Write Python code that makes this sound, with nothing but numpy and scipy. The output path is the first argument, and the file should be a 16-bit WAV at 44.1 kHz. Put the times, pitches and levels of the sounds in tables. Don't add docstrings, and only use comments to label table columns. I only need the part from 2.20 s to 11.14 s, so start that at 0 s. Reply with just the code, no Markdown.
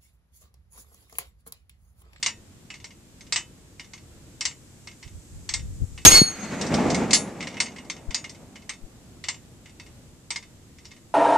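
import sys
import numpy as np
from scipy import signal
from scipy.fft import rfft, irfft, next_fast_len
from scipy.io import wavfile
from scipy.ndimage import map_coordinates

SR = 44100
rng = np.random.default_rng(int(sys.argv[2]) if len(sys.argv) > 2 else 0)


def master_out(mix):
    frames = np.transpose(np.atleast_2d(mix))
    ceiling = np.clip(frames, -1, 1)
    pcm = np.round(ceiling * 32767).astype(np.int16)
    wavfile.write(sys.argv[1], SR, pcm)


N = 394254
HIT_S, REPORT_S = 3.8505, 4.0168
MEDIUM_JERK_DB = -19.5

# f/Hz, relative density/dB per Hz
CLATTER_SPECTRUM = [(150, -28.5), (600, -16.5), (1000, -4), (1550, -9), (2130, 7.5), (2400, -1.5),
                    (3600, -2), (5500, 1.5), (7500, -6.5), (8300, -6.5), (9000, -18), (11000, -33),
                    (14000, -39)]
# f/Hz, left-right correlation
FRONT_LIKENESS = [(100, 1), (1500, 0.83), (3000, .88), (6200, .6), (13000, .15)]


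def amp(db):
    return 10 ** (np.asarray(db) / 20)


def unit(x):
    return x / np.sqrt(np.mean(x ** 2) + 1e-20)


def along(points, hz):
    f, value = np.transpose(points)
    return np.interp(np.log(hz + 1), np.log(f + 1), value)


def clock(n=N):
    return np.arange(n) / SR


def wobble(rate_hz, n=N):
    knots = rng.standard_normal(int(n * rate_hz / SR) + 4)
    return map_coordinates(knots, [clock(n) * rate_hz])


def filtered(x, response):
    n = x.shape[-1]
    m = next_fast_len(n + 4096)
    hz = np.fft.rfftfreq(m, 1 / SR)
    return irfft(rfft(x, m) * response(hz), m)[..., :n]


def noise(spectrum, likeness, n=N):
    def mid_side_gain(hz):
        turn = np.arccos(np.clip(along(likeness, hz), -1, 1)) / 2
        return amp(along(spectrum, hz)) * [np.cos(turn), np.sin(turn)]

    mid, side = filtered(rng.standard_normal((2, n)), mid_side_gain)
    return unit(np.array([mid + side, mid - side]))


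def add(out, start_s, x):
    part = out[:, round(start_s * SR):][:, :x.shape[1]]
    part += x[:, :part.shape[1]]


def plate():
    # f/Hz, relative level/dB, beam direction/deg, half-width/deg, lobe spacing/deg
    plate_modes = [(2170, -19, 46, 8, 150), (4352, -5, 54, 12, 150), (5017, -23.5, 42, 11, 150),
                   (6470, 0, 13.5, 7, 22), (6580, -10.5, 37, 45, 25), (7191, -19.5, 37, 17, 23),
                   (8130, -28.5, 37, 20, 150), (9165, -20.5, 28, 45, 21), (10400, -34.5, 60, 40, 26)]
    turn_deg, turn_s = 142.5, .27
    scatter_db, scatter_t60_s = -32, 1.9
    flutter_db = 1.5
    out, t = np.zeros((2, N)), clock(SR)
    angle = turn_deg * (1 - np.exp(-t / turn_s))
    facing = np.sqrt(np.maximum(np.cos(np.radians(angle)), 0))
    port_lag_rad = np.array([[0], [.7]])
    for hz, db, direction, width, spacing in plate_modes:
        off_axis = angle - direction
        lobes = np.hypot(np.cos(np.pi * off_axis / spacing), .2)
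        flutter = amp(flutter_db * wobble(110, SR))
        beam = facing * lobes / (1 + (off_axis / width) ** 2) * flutter
        scatter = amp(scatter_db - 60 * t / scatter_t60_s) * np.array([wobble(40, SR), wobble(40, SR)])
        tone = np.sin(2 * np.pi * hz * t + port_lag_rad)
        add(out, HIT_S, amp(db) * (beam + scatter) * tone)
    return out


def spray():
    # f/Hz, relative density/dB per Hz
    grit_spectrum = [(30, 8.5), (300, 1), (700, -3), (2000, -2), (3300, -3), (5000, -3), (7300, -0.5),
                     (9500, -7.5), (13500, -9), (16000, -31.5)]
    # f/Hz, gain/dB
    landing_tilt = [(1000, 0), (6000, 0), (12000, -2)]
    burst_db, burst_fall_db_per_s = 0, 400
    shower_db, shower_hold_s, shower_fall_db_per_s = -17, .125, 328
    dust_db, dust_fall_db_per_s = -34.5, 56.5

    def grit():
        lumps = amp(2.2 * wobble(900) + 1.2 * wobble(70))
        return unit(lumps * noise(grit_spectrum, [(200, .6), (1500, .09), (8000, .2)]))

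    t = np.maximum(clock() - HIT_S, 0)
    burst = amp(burst_db - burst_fall_db_per_s * t)
    shower = amp(shower_db - shower_fall_db_per_s * np.maximum(t - shower_hold_s, 0))
    dust = amp(dust_db - dust_fall_db_per_s * t)
    landing = filtered(grit(), lambda hz: amp(along(landing_tilt, hz)))
    return (t > 0) * (burst * grit() + np.hypot(shower, dust) * landing)


def report():
    out = np.zeros((2, N))
    u = clock(SR // 10) / .0022
    blast = (1 - u) * np.exp(-u)
    path = signal.butter(2, [130, 370], "bandpass", fs=SR, output="sos")
    pulse = signal.sosfilt(path, blast)
    peak_db = [[-3], [-5]]
    add(out, REPORT_S, amp(peak_db) * pulse / abs(pulse).max())
    return out


def roll(peak_db, rise_db_per_s, fade_s, loss_db):
    t = clock() - 4.677
    rise_db = rise_db_per_s * np.minimum(t, 0)
    fade_db = loss_db * np.log2(1 + np.maximum(t, 0) / fade_s)
    return (clock() > REPORT_S) * amp(peak_db + rise_db - fade_db)


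def woods():
    # f/Hz, relative density/dB per Hz
    boom_spectrum = [(21, -53), (35, -30), (81, -12.5), (134, -10), (172, -4), (230, -2), (354, -9.5),
                     (555, -12), (779, -14.5), (841, -14.5), (1400, -27.5), (1820, -64), (3080, -120)]
    # f/Hz, relative density/dB per Hz
    rush_spectrum = [(600, -32.5), (1200, -1.5), (2200, -1), (3300, -12), (5000, -14), (7500, -12.5),
                     (9500, -27.5), (14000, -41.5)]
    lumps = amp(1.6 * wobble(32))
    boom = unit(lumps * noise(boom_spectrum, FRONT_LIKENESS))
    rush = unit(lumps * noise(rush_spectrum, FRONT_LIKENESS))
    boom_gain = roll(peak_db=-18, rise_db_per_s=44, fade_s=.2881, loss_db=13)
    rush_gain = roll(peak_db=-33, rise_db_per_s=18.5, fade_s=.79, loss_db=23)
    return boom_gain * boom + rush_gain * rush


def chains():
    # t/s, level before overall gain/dB, level of the whole clank below about 4 kHz (dull against bright)/dB
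    jerks = [(0.0275, -11, -14.5), (0.0617, -8.5, -12), (0.5028, -30, -6), (0.5405, -33, -10),
             (0.6429, -26.5, -12.5), (1.0083, -35, -14), (1.1235, -9, -14.5), (1.1597, -9.5, -12),
             (1.596, -29, -9), (1.7347, -30, -10.5), (2.2084, -13, -15), (2.2527, -9.5, -15.5),
             (2.6726, -30, -8), (2.827, -33, -7.5), (3.2907, -15.5, -14.5), (3.338, -10.5, -16),
             (3.7771, -33, -6), (4.4127, -16, -17), (4.465, -23, -19), (4.5406, -14, -13),
             (4.7009, -15.5, -15.5), (4.7454, -14.5, -12), (4.9075, -11, -18), (4.9318, 1.5, -19.5),
             (4.9453, -2.5, -20), (5.2063, -26, -6), (5.2257, -27, -3), (5.271, -25, -7), (5.3689, -32, 0),
             (5.4018, -7.5, -13), (5.4584, -29, -6), (5.5832, -35, -4), (5.6988, -18.5, -10.5),
             (5.9071, -28.5, -6.5), (5.9448, -10, -17), (6.042, -27, -7), (6.0945, -28.5, -21),
             (6.357, -36, -5), (6.4927, -18.5, -10.5), (7.0393, -24, -10), (7.0848, -12.5, -13),
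             (7.4579, -41, -4.5), (7.5978, -33, -9.5), (8.105, -15, -12), (8.159, -17.5, -12.5),
             (8.5852, -41, -10), (8.6539, -33, -15), (8.7151, -39, -6)]
    settle_s, settle_db, settle_db_per_db = .048, -38.5, .32
    rattle_start_s, rattle_end_s, rattle_db = 5.12, 5.66, -39
    out = np.zeros((2, N))
    for s, db, dullness_db in jerks:
        add(out, s, clank(db, dullness_db))
        tick_db = settle_db + settle_db_per_db * (db - MEDIUM_JERK_DB)
        add(out, s + settle_s * rng.uniform(.7, 1.4), clank(tick_db, dullness_db=-8.5))
    for s in rng.uniform(rattle_start_s, rattle_end_s, size=9):
        add(out, s, clank(rattle_db + rng.normal(0, 2.5), dullness_db=-5))
    return out


def clank(db, dullness_db):
    # f/Hz, relative level/dB, t60/s
    stand_modes = [(950, -15, .2), (1865, -11, .22), (1976, -11.5, 0.17), (2145, 4, .11), (2602, -4.5, .2),
                   (2860, -0.5, .15), (3020, -8, .2), (3550, -7, .17), (3652, -6, .2), (4496, -3, .12),
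                   (4872, -4, .14), (5420, -2.5, .14), (5577, -3.5, .16), (5696, -4.5, .15), (6045, -6, .1),
                   (6336, 1.5, 0.14), (7004, -8, .19), (7200, -11, .2), (7332, -7.5, .19),
                   (8270, -3.5, .12)]
    # f/Hz, relative level/dB, t60/s
    link_modes = [(4400, -6, .14), (4930, -1, .13), (6320, 2.5, 0.11), (6590, -3, 0.23), (7160, -3, .13),
                  (7680, 3, .14), (8260, -9, 0.19), (8629, -7.5, .14), (9300, -23.5, .15),
                  (10300, -20, 0.24)]
    overall_gain_db, contact_rise_s = -9.5, .00043
    neutral_dullness_db = -11

    def bite(u):
        return 1 - np.exp(-np.maximum(u, 0) / contact_rise_s)

    def colour(hz):
        low_weight = along([(3000, .93), (4200, 0)], hz)
        treble_db = along([(8800, -.5), (11500, -1.5)], hz)
        return amp(low_weight * (dullness_db - neutral_dullness_db) + treble_db)

    t = clock(SR // 4)
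    hardness_db = db - MEDIUM_JERK_DB
    rebound = t - rng.uniform(.004, .007)
    contact = amp(-60 * t / .021) + .6 * bite(rebound) * amp(-60 * abs(rebound) / .014)
    crack = amp(.5) * contact * noise(CLATTER_SPECTRUM, FRONT_LIKENESS, len(t))
    links = amp(-12 + .35 * hardness_db) * ring(link_modes, t, scatter_db=5.5)
    stand = amp(-4 - .085 * hardness_db) * ring(stand_modes, t, scatter_db=5)
    blow = bite(t) * (crack + amp(-1) * clatter(len(t)) + stand + links)
    return amp(db + overall_gain_db) * filtered(blow, colour)


def ring(modes, t, scatter_db):
    hz, db, t60 = np.transpose(modes)[:, :, None]
    size = amp(db + scatter_db * rng.standard_normal(hz.shape))
    port_phase = rng.standard_normal((2, *hz.shape)) * hz / 9000
    phase = rng.uniform(0, 2 * np.pi, hz.shape) + port_phase
    tones = size * amp(-60 * t / t60) * np.sin(2 * np.pi * hz * t + phase)
    return tones.sum(1) / np.sqrt(np.sum(size ** 2) / 2)


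def clatter(n):
    # f/Hz, t60/s
    band_t60 = [(700, .17), (2000, .13), (5000, 0.1), (9000, .11), (13000, .07)]
    hz, t, z = signal.stft(noise(CLATTER_SPECTRUM, FRONT_LIKENESS, n), SR, nperseg=128)
    decay = amp(-60 * t / along(band_t60, hz)[:, None])
    return signal.istft(z * decay, SR, nperseg=128)[1][:, :n]


def wind():
    # t/s, Gaussian half-length/s, left level/dB, right level/dB
    gusts = [(2.864, 0.013, -46, -36), (2.958, 0.029, -44, -37), (3.168, 0.039, -41, -40),
             (3.456, 0.093, -32, -35), (3.627, 0.013, -20, -27), (3.72, 0.072, -39, -42)]
    # t/s, half-length/s, left peak/dB, right peak/dB
    puffs = [(3.625, 0.0018, -18, -46), (3.642, 0.0015, -19, -46), (5.891, 0.0033, -21.5, -50),
             (6.642, 0.0049, -31.5, -48)]
    # f/Hz, relative density/dB per Hz
    buffet_spectrum = [(12, -38.5), (20, -3), (87, 2), (190, -14), (252, -21), (455, -33.5), (500, -27),
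                       (650, -61), (1100, -120)]
    strength = np.zeros((2, N))
    for s, length, left_db, right_db in gusts:
        swell = np.exp(-.5 * ((clock() - s) / length) ** 2)
        strength += amp([[left_db], [right_db]]) * swell
    out = strength * noise(buffet_spectrum, [(50, .1)])
    for s, length, left_db, right_db in puffs:
        u = (clock() - s) / length
        out -= amp([[left_db], [right_db]]) * u * np.exp(1 - abs(u))
    return out


def field():
    # f/Hz, relative density/dB per Hz
    air_spectrum = [(12, -38), (20, -12.5), (101, -2), (184, -7.5), (249, -9), (310, -12), (346, -10.5),
                    (408, -17.5), (455, -17), (766, -25), (1060, -26.5), (2110, -28.5), (3180, -29),
                    (7870, -31.5), (14000, -38.5)]
    # f/Hz, left-right correlation
    air_likeness = [(60, 0.85), (180, 0.89), (520, 0.64), (1550, 0.18), (4580, -0.19), (13500, -0.18)]
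    air_db, calm_grass_db = -50.5, -64.5
    breeze_rise_db, breeze_s, breeze_half_length_s = 9, 3.9, 1.8
    grass_spectrum = [(3000, -20.5), (5800, -6.5), (7600, .5), (9500, -11), (14000, -20.5)]
    hiss = noise(grass_spectrum, [(7000, .2)])
    breeze = np.exp(-((clock() - breeze_s) / breeze_half_length_s) ** 2)
    grass = amp(calm_grass_db + breeze_rise_db * breeze) * hiss
    air = amp(air_db) * amp(.7 * wobble(4)) * noise(air_spectrum, air_likeness)
    return air + grass


def scene():
    # f/Hz, left minus right/dB
    port_difference = [(200, -0.5), (1200, 0), (4000, -2), (7400, 4.5), (13500, 10.5)]
    front = filtered(chains() + woods(), lambda hz: amp(np.outer([.5, -.5], along(port_difference, hz))))
    return front + plate() + spray() + report() + wind() + field()


def record(dry):
    top_hz, edge_hz = 14200, 400
    clipped = np.clip(dry, -.92, .92)
    return filtered(clipped, lambda hz: np.clip((top_hz - hz) / edge_hz + .5, 0, 1))


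dry = scene()
out = record(dry)
master_out(out)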